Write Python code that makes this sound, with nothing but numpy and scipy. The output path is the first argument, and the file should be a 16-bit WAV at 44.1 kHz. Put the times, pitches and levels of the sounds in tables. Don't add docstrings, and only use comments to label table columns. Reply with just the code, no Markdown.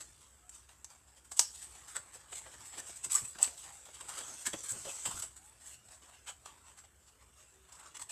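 import sys
import numpy as np
from scipy import signal
from scipy.fft import rfft, irfft
from scipy.io import wavfile
from scipy.ndimage import uniform_filter1d

SR = 44100
rng = np.random.default_rng(int(sys.argv[2]) if len(sys.argv) > 2 else 0)


def nominal_scale(level):
    x = np.asarray(level, float) / 20
    return 10 ** x


def file_out(sig):
    cols = np.atleast_2d(sig).T
    lim = np.clip(cols, -1, 1)
    pcm = np.round(lim * 32767).astype(np.int16)
    wavfile.write(sys.argv[1], SR, pcm)


N = 357651


def evened(x):
    return x / np.sqrt(np.mean(x ** 2) + 1e-20)


def add(mix, s, sound):
    part = mix[max(round(s * SR), 0):][:len(sound)]
    part += sound[:len(part)]


def coloured(x, points):
    f, db = np.transpose(points)
    hz = np.fft.rfftfreq(len(x), 1 / SR)
    curve_db = np.interp(np.log(hz + 1), np.log(f), db, -90, -90)
    return evened(irfft(rfft(x) * nominal_scale(curve_db), len(x)))


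def resonate(x, hz, width_hz):
    turn = np.exp(2j * np.pi * np.cumsum(hz * np.ones(len(x))) / SR)
    r = np.exp(-np.pi * width_hz / SR)
    smooth = signal.lfilter([1 - r], [1, -r], x / turn)
    return 2 * (turn * smooth).real


def wander(per_s):
    r = np.exp(-2 * np.pi * per_s / SR)
    return evened(signal.lfilter([1], np.convolve([1, -r], [1, -r]), rng.standard_normal(N)))


def swell(rise, t60):
    rise, t60 = np.clip(rise, .0005, .08), np.clip(t60, .01, .5)
    t = np.arange(round((rise + t60) * SR)) / SR
    return np.sin(np.pi / 2 * np.minimum(t / rise, 1)) ** 2 * nominal_scale(-60 * np.maximum(t - rise, 0) / t60)


# start in seconds, tick level in dB, tick pitch in Hz,
# echo level in dB re tick, level of the knock in the sheet in dB re tick.
SNAPS = [(0.4933, -45.5, 7550, 2.5, -22), (.845, -30, 6240, -9, -25), (0.9036, -44, 6200, -14, -13),
         (1.3935, -5.5, 6100, -7.5, -20), (1.9665, -24.5, 7930, -17, -17), (3.1194, -24, 8250, -7, -24),
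         (3.4157, -36, 6590, -3, -32), (3.4288, -10, 7900, -13.5, -49.5), (3.4442, -27, 4460, -3.5, -35),
         (3.4763, -32, 2500, -5, -24), (5.058, -35, 4440, -15, -27)]
# pitch in Hz, level in dB, t60 in seconds.
BLADE_MODES = [(3000, -26.5, 0.092), (4230, -19, 0.06), (5200, -10, 0.12), (6400, -13, 0.22),
               (6850, -14, 0.079), (7620, -9, 0.051), (8140, -3, 0.016), (8710, -17, 0.16),
               (10930, -36, 0.08), (11000, -33.5, 0.055), (11650, -18, 0.087)]
# delay in seconds, level in dB.
ECHOES = [(.0030, 0), (.0072, -3), (.0103, -8), (.0165, -11)]
RING_DB, RING_PER_DB = -20.5, 4


def snaps():
    out, t = np.zeros(N), np.arange(SR // 5) / SR
    for s, db, hz, echo_db, knock_db in SNAPS:
        tick = np.sin(2 * np.pi * hz * t) * nominal_scale(-60 * t / .003) * np.minimum(t / .0003, 1)
        torn = evened(resonate(rng.standard_normal(len(t)), hz, 4500))
        torn = torn * nominal_scale(echo_db - 8 - 60 * t / .03)
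        knock = nominal_scale(knock_db - 60 * t / 0.012) * np.sin(2 * np.pi * 930 * t)
        ring = np.zeros(len(t))
        for mode_hz, mode_db, t60 in BLADE_MODES:
            ring_db = RING_DB + RING_PER_DB * db + mode_db - 60 * t / t60
            ring += nominal_scale(ring_db) * np.sin(2 * np.pi * mode_hz * t)
        add(out, s, nominal_scale(db) * (tick + torn + knock + ring))
        for delay, d in ECHOES:
            add(out, s + delay, nominal_scale(db + echo_db + d) * (tick + knock))
    return signal.lfilter(*signal.butter(2, np.array([550, 12000]) / (SR / 2), "band"), out)


# start in seconds, length in seconds, start pitch in Hz,
# end pitch in Hz, level in dB.
SQUEAKS = [(0.393, 0.14, 700, 730, -74), (0.405, 0.11, 1270, 1340, -77), (3.144, 0.026, 1064, 1300, -43),
           (3.157, 0.031, 1700, 1400, -53), (3.149, 0.011, 7950, 7900, -35.5),
           (3.16, 0.014, 7920, 7900, -41), (3.148, 0.018, 6650, 6640, -38.5),
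           (3.14, 0.032, 13300, 12000, -49), (4.458, 0.031, 1600, 1830, -47),
           (4.462, 0.026, 3440, 3400, -51), (2.777, .04, 1800, 1790, -54), (5.36, 0.2, 700, 962, -72),
           (7.36, 0.13, 610, 620, -75), (7.489, 0.23, 385, 380, -73.5)]


def squeaks():
    out = np.zeros(N)
    for s, length, start_hz, end_hz, db in SQUEAKS:
        glide = np.linspace(start_hz, end_hz, round(length * SR))
        n = len(glide)
        wobble = 1 + 0.0126 * evened(uniform_filter1d(rng.standard_normal(SR), size=500))[:n]
        grip_db = 3 * evened(uniform_filter1d(rng.standard_normal(SR), size=400))[:n]
        tone = np.sin(2 * np.pi * np.cumsum(glide * wobble) / SR)
        add(out, s, nominal_scale(db + grip_db) * tone * signal.windows.tukey(n, .6))
    return out


# time in seconds, level in dB, pitch in Hz.
SLIDES = [
    [(4.235, -68, 6500), (4.25, -53, 6450), (4.35, -56, 6300), (4.42, -63, 6150), (4.62, -57, 5950),
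     (4.76, -63, 6000), (4.9, -57, 6050), (5.05, -61, 6100)],
    [(4.845, -62, 2700), (4.86, -56, 2950), (4.91, -53, 3150), (4.925, -64, 3300)],
    [(1.4, -44, 5300), (1.44, -47, 5400), (1.51, -60, 5300)],
    [(3.14, -58, 1000), (3.165, -49, 1400), (3.19, -56, 2200)],
    [(7.68, -69, 1150), (7.8, -63.5, 1200), (7.89, -63, 1250), (7.91, -72, 1300)],
]
SLIDE_WIDTH_HZ = 790


def slides():
    out = np.zeros(N)
    for slide in SLIDES:
        s, db, hz = np.transpose(slide)
        t = np.arange(s[0], s[-1], 1 / SR)
        hz = np.interp(t, s, hz)
        band = rng.standard_normal(SR)[:len(t)]
        for _ in range(2):
            band = resonate(band, hz, SLIDE_WIDTH_HZ)
        add(out, s[0], nominal_scale(np.interp(t, s, db - 4.0)) * evened(band))
    return out


def fibres(grain_db=2.1, slip_db=.9, clump_db=.5, patchy_db=3.0):
    flicker_db = grain_db * wander(1070) + slip_db * wander(76) + clump_db * wander(28.5)
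    z = signal.stft(rng.standard_normal(N) * nominal_scale(flicker_db), nperseg=512)[2]
    patches = uniform_filter1d(rng.standard_normal(z.shape), size=3, axis=0)
    patches = uniform_filter1d(patches, size=14, axis=1)
    return evened(signal.istft(z * nominal_scale(patchy_db * evened(patches)), nperseg=512)[1][:N])


# peak time in seconds, level in dB,
# sheet body in dB re level, body pitch in Hz.
NICKS = [(2.329, -55, 10.5, 1510), (1.322, -40, -10, 800), (0.694, -58, -2, 1000), (0.713, -60, -4, 3000),
         (6.462, -50, 0, 1200), (2.444, -67, 10, 1900), (2.896, -58, 7, 700), (3.89, -63, 4, 896),
         (4.01, -45, -4.5, 2920), (4.535, -38.5, -1, 3220), (4.99, -53, -1, 900), (4.472, -34, -9, 1500),
         (7.972, -44, -4, 1110), (7.999, -43.5, -5, 890)]
NICK_RISE_S, NICK_T60_S = 0.0073, 0.037
# peak time in seconds, level in dB,
# sheet body in dB re level, body pitch in Hz.
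CATCHES = [(0.01, -43.5, -10, 1250), (1.319, -43, -13, 860), (1.372, -37.5, -26, 3000),
           (1.397, -24, -19.5, 3000), (2.461, -68, 16.5, 1170), (3.134, -43, -16, 2000),
           (3.18, -36.5, -9, 1740), (3.2805, -42, -23, 1160), (3.354, -56.5, 4, 1500),
           (3.39, -44, -2.5, 784), (3.438, -33, -7, 1380), (3.857, -47.5, -12.5, 3200),
           (4.852, -55, 3, 1190), (5.06, -32, -6, 1060), (5.227, -36, -12.5, 2960),
           (5.367, -49.5, -9, 1460), (5.886, -59, -1.5, 1000), (6.273, -63, -8, 2960), (6.46, -54, 0, 1500),
           (7.7267, -52, -6, 1010), (7.7544, -53.5, -9, 1040), (7.8302, -64, 3, 1010),
           (4.415, -45, -11, 1820)]
CATCH_RISE_S, CATCH_T60_S = 0.01, 0.12
# peak time in seconds, level in dB,
# sheet body in dB re level, body pitch in Hz.
DRAGS = [(0.2165, -58.5, -6, 1067), (0.697, -64, 0, 970), (0.9066, -57, -5, 995), (1.083, -64, -7, 1420),
         (1.3759, -44, -12, 3480), (1.5535, -47, -12.5, 3520), (1.754, -55.5, -2, 820),
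         (1.886, -46.5, -9, 1450), (2.66, -47.5, -18, 2040), (3.108, -40, -7.5, 2500),
         (3.121, -31.5, -23, 3330), (3.3115, -53, -27, 2370), (3.5839, -46.5, -14, 3350),
         (3.734, -49.5, -13, 1470), (4.095, -46, -1.5, 1030), (5.1144, -45, -6, 1300),
         (5.612, -55, -12, 1680), (5.8507, -63, -21, 1870), (6.0313, -61, 0.5, 2950),
         (6.4633, -55.5, 1.5, 960), (3.423, -37.5, -11, 796), (7.84, -61.5, -1, 1100),
         (3.69, -57.5, -1, 1300), (8.105, -41, -10, 2800)]
DRAG_RISE_S, DRAG_T60_S = 0.019, 0.41
# peak time in seconds, level in dB,
# sheet body in dB re level, body pitch in Hz, t60 in seconds.
BRUSHES = [(1.1783, -59, -6, 3220, 0.19), (1.2581, -56, -9, 1400, 0.097), (1.6313, -43.5, -14.5, 1470, 0.2),
           (1.9665, -41.5, -2, 1400, 0.073), (2.212, -60, -1.5, 1770, 0.091), (2.6121, -52, -6, 1050, 0.24),
           (2.739, -56, 6, 880, 0.19), (2.787, -46, -6, 1700, 0.064), (2.9712, -42.5, -20, 1420, 0.05),
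           (3.05, -38, -13.5, 2050, 0.11), (3.156, -33, -13, 1280, 0.18), (3.2574, -41.5, -15, 2420, 0.035),
           (3.645, -51, -4.5, 900, 0.54), (3.95, -49, -9, 2940, 0.094), (4.472, -29.5, -7, 1760, 0.065),
           (4.645, -42.5, -13, 1650, 0.28), (4.8969, -45.5, -1.5, 2650, 0.082),
           (6.142, -57.5, -0.5, 2820, 0.19), (6.8475, -61, -1.5, 840, 0.08), (7.6965, -59, -6, 1050, 0.065),
           (7.803, -52, -3.5, 870, 0.11), (8.026, -41.5, -9.5, 910, 0.05)]
BRUSH_RISE_S = 0.024
# peak time in seconds, level in dB,
# sheet body in dB re level, body pitch in Hz, rise in seconds.
SWEEPS = [(0.573, -55, -9, 1050, 0.092), (2.1516, -47, -8.5, 855, 0.039), (2.36, -44.5, -15.5, 2140, 0.077),
          (2.5412, -58.5, 5, 1090, 0.041), (2.9094, -45, -15.5, 1180, 0.089), (4.188, -41, -8, 1330, 0.029),
          (4.705, -37, -20, 1350, 0.034), (5.4716, -54, -22, 870, 0.083), (5.688, -47, -15.5, 2900, 0.081),
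          (5.945, -56.5, -5, 1190, 0.08), (6.1041, -61, -4, 1210, 0.083), (6.2884, -47, 2, 3100, 0.034),
          (6.6848, -59, -2, 1000, 0.065), (6.7916, -54.5, -4.5, 1330, 0.038), (7.0859, -60, -4, 910, 0.032),
          (7.2206, -67, 1, 1110, 0.043), (7.4271, -59, -5, 1680, 0.1), (7.8741, -57, 0, 1210, 0.038)]
SWEEP_T60_PER_RISE = 3.57
# peak time in seconds, level in dB,
# sheet body in dB re level, body pitch in Hz.
BITES = [(3.044, -35, -16, 1800), (3.050, -33.5, -16, 2600), (3.110, -37, -16, 2500),
         (3.126, -32, -22, 3000), (3.132, -32, -22, 2600), (3.144, -27, -20, 1200), (3.153, -29, -22, 1200),
         (3.157, -25, -23, 3000), (3.164, -27, -20, 1500), (3.181, -33, -13, 1800), (3.387, -42, -10, 3000),
         (3.047, -34, -16, 5900), (7.726, -50, -8, 1100), (3.855, -48, -10, 3200), (1.318, -43.5, -3, 800),
         (3.218, -38, -16, 2400), (3.251, -40, -18, 2400), (3.256, -40, -17, 2000), (4.464, -31, -12, 3460),
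         (5.073, -36, -8, 4300), (5.224, -36, -14, 4600), (2.33, -53, 6, 2540), (2.541, -58, 8, 850),
         (4.092, -41, -5, 1010), (4.19, -42, -8, 1000)]
BITE_RISE_S, BITE_T60_S = 0.0019, 0.025
# peak time in seconds, level in dB,
# sheet body in dB re level, body pitch in Hz, rise in seconds.
STOPS = [(2.802, -42, -5.5, 950, .05), (5.203, -36, -16, 1250, .03), (5.178, -41, -12, 1350, .03),
         (4.72, -34.5, -23, 1350, 0.028), (4.165, -44, -10, 1500, 0.037), (4.1, -42, -13, 1800, .03),
         (4.915, -46, -9, 2600, .04), (5.75, -49, -12, 2800, .06), (6.305, -52, 0, 1200, .03),
         (2.39, -45, -11, 2140, .05), (7.958, -49, -1.5, 1000, 0.019), (4.215, -47, -3.5, 1000, .03)]
STOP_T60_S = .05


def strokes():
    every = [(*row, NICK_RISE_S, NICK_T60_S) for row in NICKS]
    every += [(*row, CATCH_RISE_S, CATCH_T60_S) for row in CATCHES]
    every += [(*row, DRAG_RISE_S, DRAG_T60_S) for row in DRAGS]
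    every += [(*row, BRUSH_RISE_S, t60) for *row, t60 in BRUSHES]
    every += [(*row, SWEEP_T60_PER_RISE * row[-1]) for row in SWEEPS]
    every += [(*row, BITE_RISE_S, BITE_T60_S) for row in BITES]
    every += [(*row, STOP_T60_S) for row in STOPS]
    return every


# time in seconds, rubbing pressure in dB, bending in dB.
RUB = [(0.0, -59.5, -67), (0.4, -69, -73.5), (1.2, -70.5, -74.5), (1.49, -54.5, -69), (1.76, -57, -63.5),
       (2.2, -65.5, -66), (2.53, -57.5, -61.5), (3.3, -58.5, -64), (3.45, -55, -67), (3.79, -62, -68),
       (4.22, -51, -54), (4.45, -50.5, -60.5), (5.1, -47, -58), (5.24, -56.5, -66.5), (5.4, -68, -70.5),
       (6.71, -68, -70.5), (6.9, -70, -73.5), (8.11, -67.5, -68.5)]
# frequency in Hz, level in dB per Hz.
FIBRE = [(4500, -42), (6000, -3), (8000, 7), (10000, -0.5), (12000, -5), (14500, -8)]
# frequency in Hz, level in dB per Hz.
GRIT = [(2600, -15.5), (3600, -8.5), (5200, -3), (6200, -7), (7500, -12.5)]
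# frequency in Hz, level in dB per Hz.
BODY = [(400, -21.5), (700, -3), (1000, 2), (1700, 0), (2600, -2.5), (3500, -6), (5000, -26)]
# frequency in Hz, level in dB per Hz.
FLEX = [(60, -18), (110, 8.5), (200, -4.5), (350, 2.5), (600, -2.5), (900, -15.5)]
GRIT_RE_RUB_DB = -7.5
FLEX_AT_REST_DB, FLEX_PER_BEND = -74, 0.69


def sheet():
    s, rub_db, bend_db = np.transpose(RUB)
    flex_db = FLEX_AT_REST_DB + FLEX_PER_BEND * (bend_db + 72.5)
    levels = rub_db, rub_db + GRIT_RE_RUB_DB, bend_db, flex_db
    hiss, grit, body, flex = (nominal_scale(np.interp(np.arange(N) / SR, s, db)) ** 2 for db in levels)
    drive, tones = fibres(), np.zeros(N)
    for s, db, body_db, hz, rise, t60 in strokes():
        stroke, start = swell(rise, t60), max(s - rise, 0)
        add(hiss, start, (nominal_scale(db - 2.0) * stroke) ** 2)
        add(grit, start, (nominal_scale(db + 0.45 * body_db - 6) * stroke) ** 2)
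        add(body, start, (nominal_scale(db + body_db - 2.5) * stroke) ** 2)
        piece = drive[round(start * SR):][:len(stroke)]
        patch = resonate(piece * stroke[:len(piece)], hz, 150 + 0.081 * hz)
        add(tones, start, nominal_scale(db + body_db + 4.5) * patch)
    layers = nominal_scale(-11) * np.sqrt(hiss) * coloured(drive, FIBRE)
    layers += nominal_scale(-4.5) * np.sqrt(body) * coloured(drive, BODY)
    layers += nominal_scale(-6.5) * np.sqrt(grit) * coloured(drive, GRIT)
    layers += nominal_scale(-7) * np.sqrt(flex) * coloured(drive, FLEX)
    return layers + tones


# peak time in seconds, level in dB, pitch in Hz, t60 in seconds.
BUMPS = [(1.322, -53.5, 712, 0.052), (1.3978, -54, 790, 0.02), (1.9695, -56.5, 590, 0.16),
         (2.1561, -55.5, 528, 0.085), (2.3313, -48, 736, 0.038), (2.4664, -54, 534, 0.18),
         (2.8988, -51, 368, 0.041), (3.061, -53.5, 310, 0.13), (3.071, -62, 124, 0.17),
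         (3.36, -54.5, 260, 0.086), (3.2226, -46, 119, 0.13), (3.478, -54, 278, 0.052),
         (3.8927, -52.5, 570, 0.028), (4.0115, -61.5, 519, 0.58), (4.2194, -55, 586, 0.064),
         (4.48, -43, 380, 0.045), (4.543, -39.5, 327.6, 0.084), (4.542, -47, 146, 0.11),
         (4.5446, -37.5, 559, 0.044), (4.72, -52.5, 115, 0.34), (4.857, -45.5, 600, 0.1),
         (5.061, -50.5, 496, 0.25), (5.1444, -48, 87, 0.29), (5.2374, -49, 658, 0.044),
         (6.035, -64, 300, .08), (2.0, -66, 141, 0.16), (3.872, -57, 805, 0.032), (4.33, -58, 784, .12),
         (2.418, -55.5, 905, .04)]
BUMP_RISE_S = .013
# peak time in seconds, level in dB, pitch in Hz, t60 in seconds.
BUCKLES = [
    (2.7857, -54, 350, 0.21),
    (3.41, -48, 792, 0.08),
    (3.6597, -59, 792, 0.53),
    (4.7512, -54.5, 538, 0.2),
    (4.77, -53, 298, 0.094),
    (4.8885, -45, 546, 0.059),
    (5.0846, -48, 122, 0.17),
    (6.2977, -62, 607, 0.11),
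]
BUCKLE_RISE_S = 0.038


def bumps():
    out = np.zeros(N)
    thuds = [(*row, BUMP_RISE_S) for row in BUMPS] + [(*row, BUCKLE_RISE_S) for row in BUCKLES]
    for s, db, hz, t60, rise in thuds:
        shape = swell(rise, t60)
        push = np.sin(2 * np.pi * hz * np.arange(len(shape)) / SR)
        puff = rng.standard_normal(SR)[:len(shape)]
        puff = evened(resonate(puff, 0.93 * hz, 0.64 * hz))
        add(out, s - rise, nominal_scale(db - 2.0) * shape * (0.52 * push + 0.64 * puff))
    return out


def room(x, t60=0.2):
    at = np.arange(400, SR // 2, 20)
    taps = np.zeros(SR // 2 + 20)
    signs = rng.choice([-1., 1.], len(at))
    taps[at + rng.integers(0, 20, len(at))] = signs * nominal_scale(-60 * at / SR / t60)
    return signal.fftconvolve(x, taps / np.linalg.norm(taps))[:N]


# frequency in Hz, level in dB per Hz.
AIR = [(25, -38), (44, -17.5), (65, 0.5), (95, -12), (150, -19), (600, -32.5), (1500, -26), (4000, -52),
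       (8000, -41), (14500, -34.5)]
AIR_DB = -71


def air():
    return nominal_scale(AIR_DB + 1.2 * wander(3)) * coloured(rng.standard_normal(N), AIR)


def scene():
    near = snaps() + squeaks() + slides() + sheet() + bumps()
    return (near + nominal_scale(-12.0) * room(near) + air())[None]


def low_pass(x):
    return signal.sosfilt(signal.butter(12, 14200, fs=SR, output="sos"), x)


CAPSULE_HZ, CAPSULE_WIDTH_HZ, CAPSULE_DB = 7913, 712, 12.5
EDGE_HZ = 14050


def record(dry):
    picked = dry[0] + nominal_scale(CAPSULE_DB) * resonate(dry[0], CAPSULE_HZ, CAPSULE_WIDTH_HZ)
    lowpass = signal.firwin(255, EDGE_HZ, window=("kaiser", 9), fs=SR)
    limited = signal.oaconvolve(picked, lowpass, "same")
    return low_pass(limited[None])


dry = scene()
out = record(dry)
file_out(out)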